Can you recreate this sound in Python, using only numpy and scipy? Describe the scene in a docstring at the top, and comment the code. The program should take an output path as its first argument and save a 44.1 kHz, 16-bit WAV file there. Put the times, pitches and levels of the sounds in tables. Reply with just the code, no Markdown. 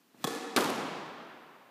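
"""A shoe thuds on a wooden floor, a racket swishes and its strings ping on the ball; a third of a second
later the ball smacks the front wall: one stroke in a large, hard-walled squash court. Both hits arrive
by a cluster of distinct paths, then melt into a long reverb tail over faint ventilation noise."""
import sys
import numpy as np
from scipy import signal
from scipy.fft import rfft, irfft, next_fast_len
from scipy.io import wavfile

SR = 44100
rng = np.random.default_rng(int(sys.argv[2]) if len(sys.argv) > 2 else 0)


def generate_wav(sig):
    """Save sig (samples, or channels by samples) to the path in sys.argv[1] as 16-bit PCM at SR."""
    pcm = np.round(np.clip(np.atleast_2d(sig).T, -1, 1) * 32767).astype(np.int16)
    wavfile.write(sys.argv[1], SR, pcm)


N = 74970
TIME = np.arange(N) / SR


def wall_smack():
    """The ball squashes on the front wall with a smack and a thump; the corners boom, the court rings on."""
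    # paths from the wall to the listener: (arrival [s], level [dB])
    paths = [(.563, -15), (.564, -4), (.5675, -9.5), (.5712, -5), (.575, -18), (.5773, -16), (.5803, -31),
             (.5875, -13), (.5887, -15), (.5957, -35), (.608, -13), (.611, -16), (.622, -24), (.628, -30),
             (.637, -20), (.6425, -12.5), (.649, -42), (.661, -38), (.695, -24), (.702, -16.5)]
    # modes of the squashed ball: (frequency [Hz], level [dB], t60 [s])
    ball_modes = [(266, -34, 0.073), (391.3, -27, 0.18)]
    # low, bunched echoes from the corners: (arrival [s], level [dB])
    corner_echoes = [(.575, -2), (.622, -13), (0.644, -12)]
    # EQ of the smack, the boom and the tail: (frequency [Hz], gain [dB])
    smack_eq = [(40, 2), (80, -12), (160, 16), (300, 27.5), (550, 18), (850, 0), (1250, 14.5), (1900, -0.5),
                (2500, 11), (4200, 7.5), (6000, 0), (10000, -0.5), (15000, -8)]
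    boom_eq = [(40, 17), (100, 8), (200, 14.5), (350, 27), (750, 14), (1250, 19.5), (2500, 3), (5000, -19),
               (15000, -14)]
    tail_eq = [(40, -1), (80, 4.5), (160, 23.5), (300, 25.5), (550, 20), (1050, 19.5), (2000, 9.5),
               (3300, 8.5), (6000, 4), (10000, 0.5), (15000, 0)]
    start = paths[0][0]
    smack = early_sound(paths, click_db=-11.5, blur_s=0.031, spray_db=1, spray_t60=0.012, low_cut_hz=660)
    front = clicks([(start, -14)])  # sharp pressure front, straight from the wall
    thump = convolve(clicks([(start, 0)]), sum(ringing(*mode) for mode in ball_modes))
    boom = sum(from_db(db) * puff(s, t60=0.12) for s, db in corner_echoes)
    tail = court_reverb(start, build_s=0.015)
    return colour(smack - front, smack_eq) - thump + colour(boom, boom_eq) + colour(tail, tail_eq)


def racket_hit():
    """The strings crack on the ball; their modes ping along the early paths and hang in the court."""
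    # paths from the racket to the listener: (arrival [s], level [dB])
    paths = [(.2415, -14.5), (.2432, -8.5), (.2463, -11), (.2495, -14.5), (.2685, -26), (.2735, -14.5),
             (.2755, -14.5), (.287, -29), (.298, -39), (.310, -23), (.317, -24), (.350, -22)]
    # modes of strings and frame: (frequency [Hz], level [dB], t60 [s], reverb send [dB])
    modes = [(154, -37, 0.13, -8), (304, -34, 0.069, -8), (464, -25, 0.17, -2.5), (757, -20.5, 0.08, -9),
             (1095, -20.5, 0.048, -24), (1227, -34.5, 0.052, -3.5), (1717, -33.5, 0.058, 3),
             (2460, -32, 0.017, -7), (3353, -19.5, 0.024, -16), (3860, -30, 0.011, -5)]
    # EQ of the crack and the tail: (frequency [Hz], gain [dB])
    crack_eq = [(40, -16), (80, 3), (140, 20.5), (280, 19), (550, 18.5), (1100, 2), (2000, -10), (2900, -4),
                (4000, -3), (7500, 0.5), (11000, -5), (15000, -8)]
    tail_eq = [(40, -37), (80, -22), (140, 7.5), (280, 20.5), (550, 5.5), (1250, 8), (2000, -4),
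               (4000, -1.5), (7500, -1.5), (11000, -7.5), (15000, -9)]
    crack = early_sound(paths, click_db=-23, blur_s=0.021, spray_db=0, spray_t60=0.012, low_cut_hz=155)
    tail = court_reverb(paths[0][0], build_s=0.024)
    ping = sum(ringing(hz, db, t60) for hz, db, t60, _ in modes)
    ping_send = sum(ringing(hz, db + send_db, t60) for hz, db, t60, send_db in modes)
    early = colour(crack, crack_eq) - convolve(clicks(paths), ping)
    return early + colour(tail, tail_eq) + convolve(tail, ping_send)


def footstep():
    """A shoe lands on the wooden floor with a dull thud that carries into the court."""
    # EQ of the thud: (frequency [Hz], gain [dB])
    thud_eq = [(40, -23), (120, -4), (260, 4.5), (500, -7), (1200, -14), (3000, -34), (12000, -48)]
    start = 0.144
    thud = from_db(-11.5) * puff(start, t60=0.066)
    tail = from_db(-2.5) * court_reverb(start, build_s=0.035)
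    return colour(thud + tail, thud_eq)


def racket_swish():
    """Air rushes through the strings, swelling with the swing and peaking just before the hit."""
    # EQ of the rushing air: (frequency [Hz], gain [dB])
    air_eq = [(60, 4), (330, 13), (700, -6), (1200, 1), (2500, 1), (5000, -4.5), (9000, -9.5), (15000, -9)]
    peak_s, rise_s, fall_s = 0.233, 0.044, 0.022
    width = np.where(TIME < peak_s, rise_s, fall_s)
    swell = np.exp(-np.abs(TIME - peak_s) / width)
    return from_db(-50.5) * swell * colour(rng.standard_normal(N), air_eq)


def early_sound(paths, click_db, blur_s, spray_db, spray_t60, low_cut_hz):
    """Each path brings a click and a spray of bright scatter; the later paths lose their click."""
    arrivals = clicks(paths)
    spray_power = fade(spray_t60) ** 2
    envelope = np.sqrt(np.abs(convolve(arrivals ** 2, spray_power / spray_power.sum())))
    spray = low_cut(rng.standard_normal(N) * envelope, low_cut_hz)
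    crispness = np.exp(-np.maximum(TIME - paths[0][0], 0) / blur_s)
    return from_db(spray_db) * spray - from_db(click_db) * crispness * arrivals


def court_reverb(start, build_s):
    """From `start` seconds on, random echoes off the hard walls thicken; the top end dies first."""
    # decay of the court: (frequency [Hz], t60 [s])
    decay = [(60, 2.2), (170, 1.73), (350, 1.97), (900, 2.37), (2000, 2.68), (4000, 1.79), (7500, 1.075),
             (11000, 0.88), (15000, 0.31)]
    first_echoes_per_s, doubled_at_s = 3000, 0.08
    density = np.minimum(first_echoes_per_s * (1 + (TIME / doubled_at_s) ** 2) / SR, 1)
    echoes = rng.standard_normal(N) * (rng.random(N) < density) / np.sqrt(density)
    spectrum, hz = rfft(echoes), np.fft.rfftfreq(N, 1 / SR)
    centres = np.geomspace(50, 16000, 18)
    tail = np.zeros(N)
    for centre, share in zip(centres, np.eye(len(centres))):
        band = irfft(spectrum * at_hz(np.c_[centres, share], hz), N)
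        tail += band * fade(at_hz(decay, centre))
    bloom = 1 - np.exp(-TIME / build_s)
    midrange_norm = np.linalg.norm(fade(at_hz(decay, 415)))
    return convolve(clicks([(start, 0)]), tail * bloom / midrange_norm)


def ventilation():
    """Moving air lays a faint, steady bed of dark noise."""
    # EQ of the air noise: (frequency [Hz], gain [dB])
    air_eq = [(30, -89), (70, -67), (140, -57.5), (260, -50.5), (520, -59.5), (1000, -61), (2000, -65.5),
              (4000, -67.5), (9500, -74.5), (14000, -71.5)]
    return colour(rng.standard_normal(N), air_eq)


def from_db(db):
    """Decibels to gain."""
    return 10 ** (np.asarray(db) / 20)


def at_hz(points, hz):
    """Read a table on a log-frequency axis."""
    frequencies, values = np.transpose(points)
    return np.interp(np.log(np.maximum(hz, 1)), np.log(frequencies), values)


def convolve(x, response):
    """Pass a sound through a response."""
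    return signal.fftconvolve(x, response)[:N]


def colour(x, eq):
    """Minimum-phase EQ: nothing rings ahead of an attack."""
    size = next_fast_len(2 * N)
    gain = from_db(at_hz(eq, np.fft.rfftfreq(size, 1 / SR)))
    cepstrum = irfft(np.log(gain), size)
    cepstrum[1:size // 2] *= 2
    cepstrum[size // 2 + 1:] = 0
    return irfft(rfft(x, size) * np.exp(rfft(cepstrum)), size)[:N]


def low_cut(x, hz):
    """Roll off the lows at 12 dB per octave."""
    return signal.sosfilt(signal.butter(2, hz, "high", fs=SR, output="sos"), x)


def fade(t60):
    """Envelope that loses 60 dB in t60 seconds."""
    return from_db(-60 * np.minimum(TIME / t60, 5))


def clicks(rows):
    """One impulse for each row of (time [s], level [dB])."""
    out = np.zeros(N)
    for s, db in rows:
        out[int(s * SR)] += from_db(db)
    return out


def puff(start, t60):
    """Dying burst of noise with unit energy."""
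    burst = rng.standard_normal(N) * fade(t60)
    return convolve(clicks([(start, 0)]), burst / np.linalg.norm(burst))


def ringing(hz, db, t60):
    """One damped mode of a struck body."""
    return from_db(db) * np.cos(2 * np.pi * hz * TIME) * fade(t60)


def scene():
    """The stroke over the steady air of the court, in mono."""
    return (racket_hit() + wall_smack() + footstep() + racket_swish() + ventilation())[None]


def record(dry):
    """A small microphone thins the bass; the top is cut steeply."""
    high_cut = signal.ellip(10, 0.1, 70, 15250, fs=SR, output="sos")
    return signal.sosfilt(high_cut, low_cut(dry, hz=135))


dry = scene()
out = record(dry)
generate_wav(out)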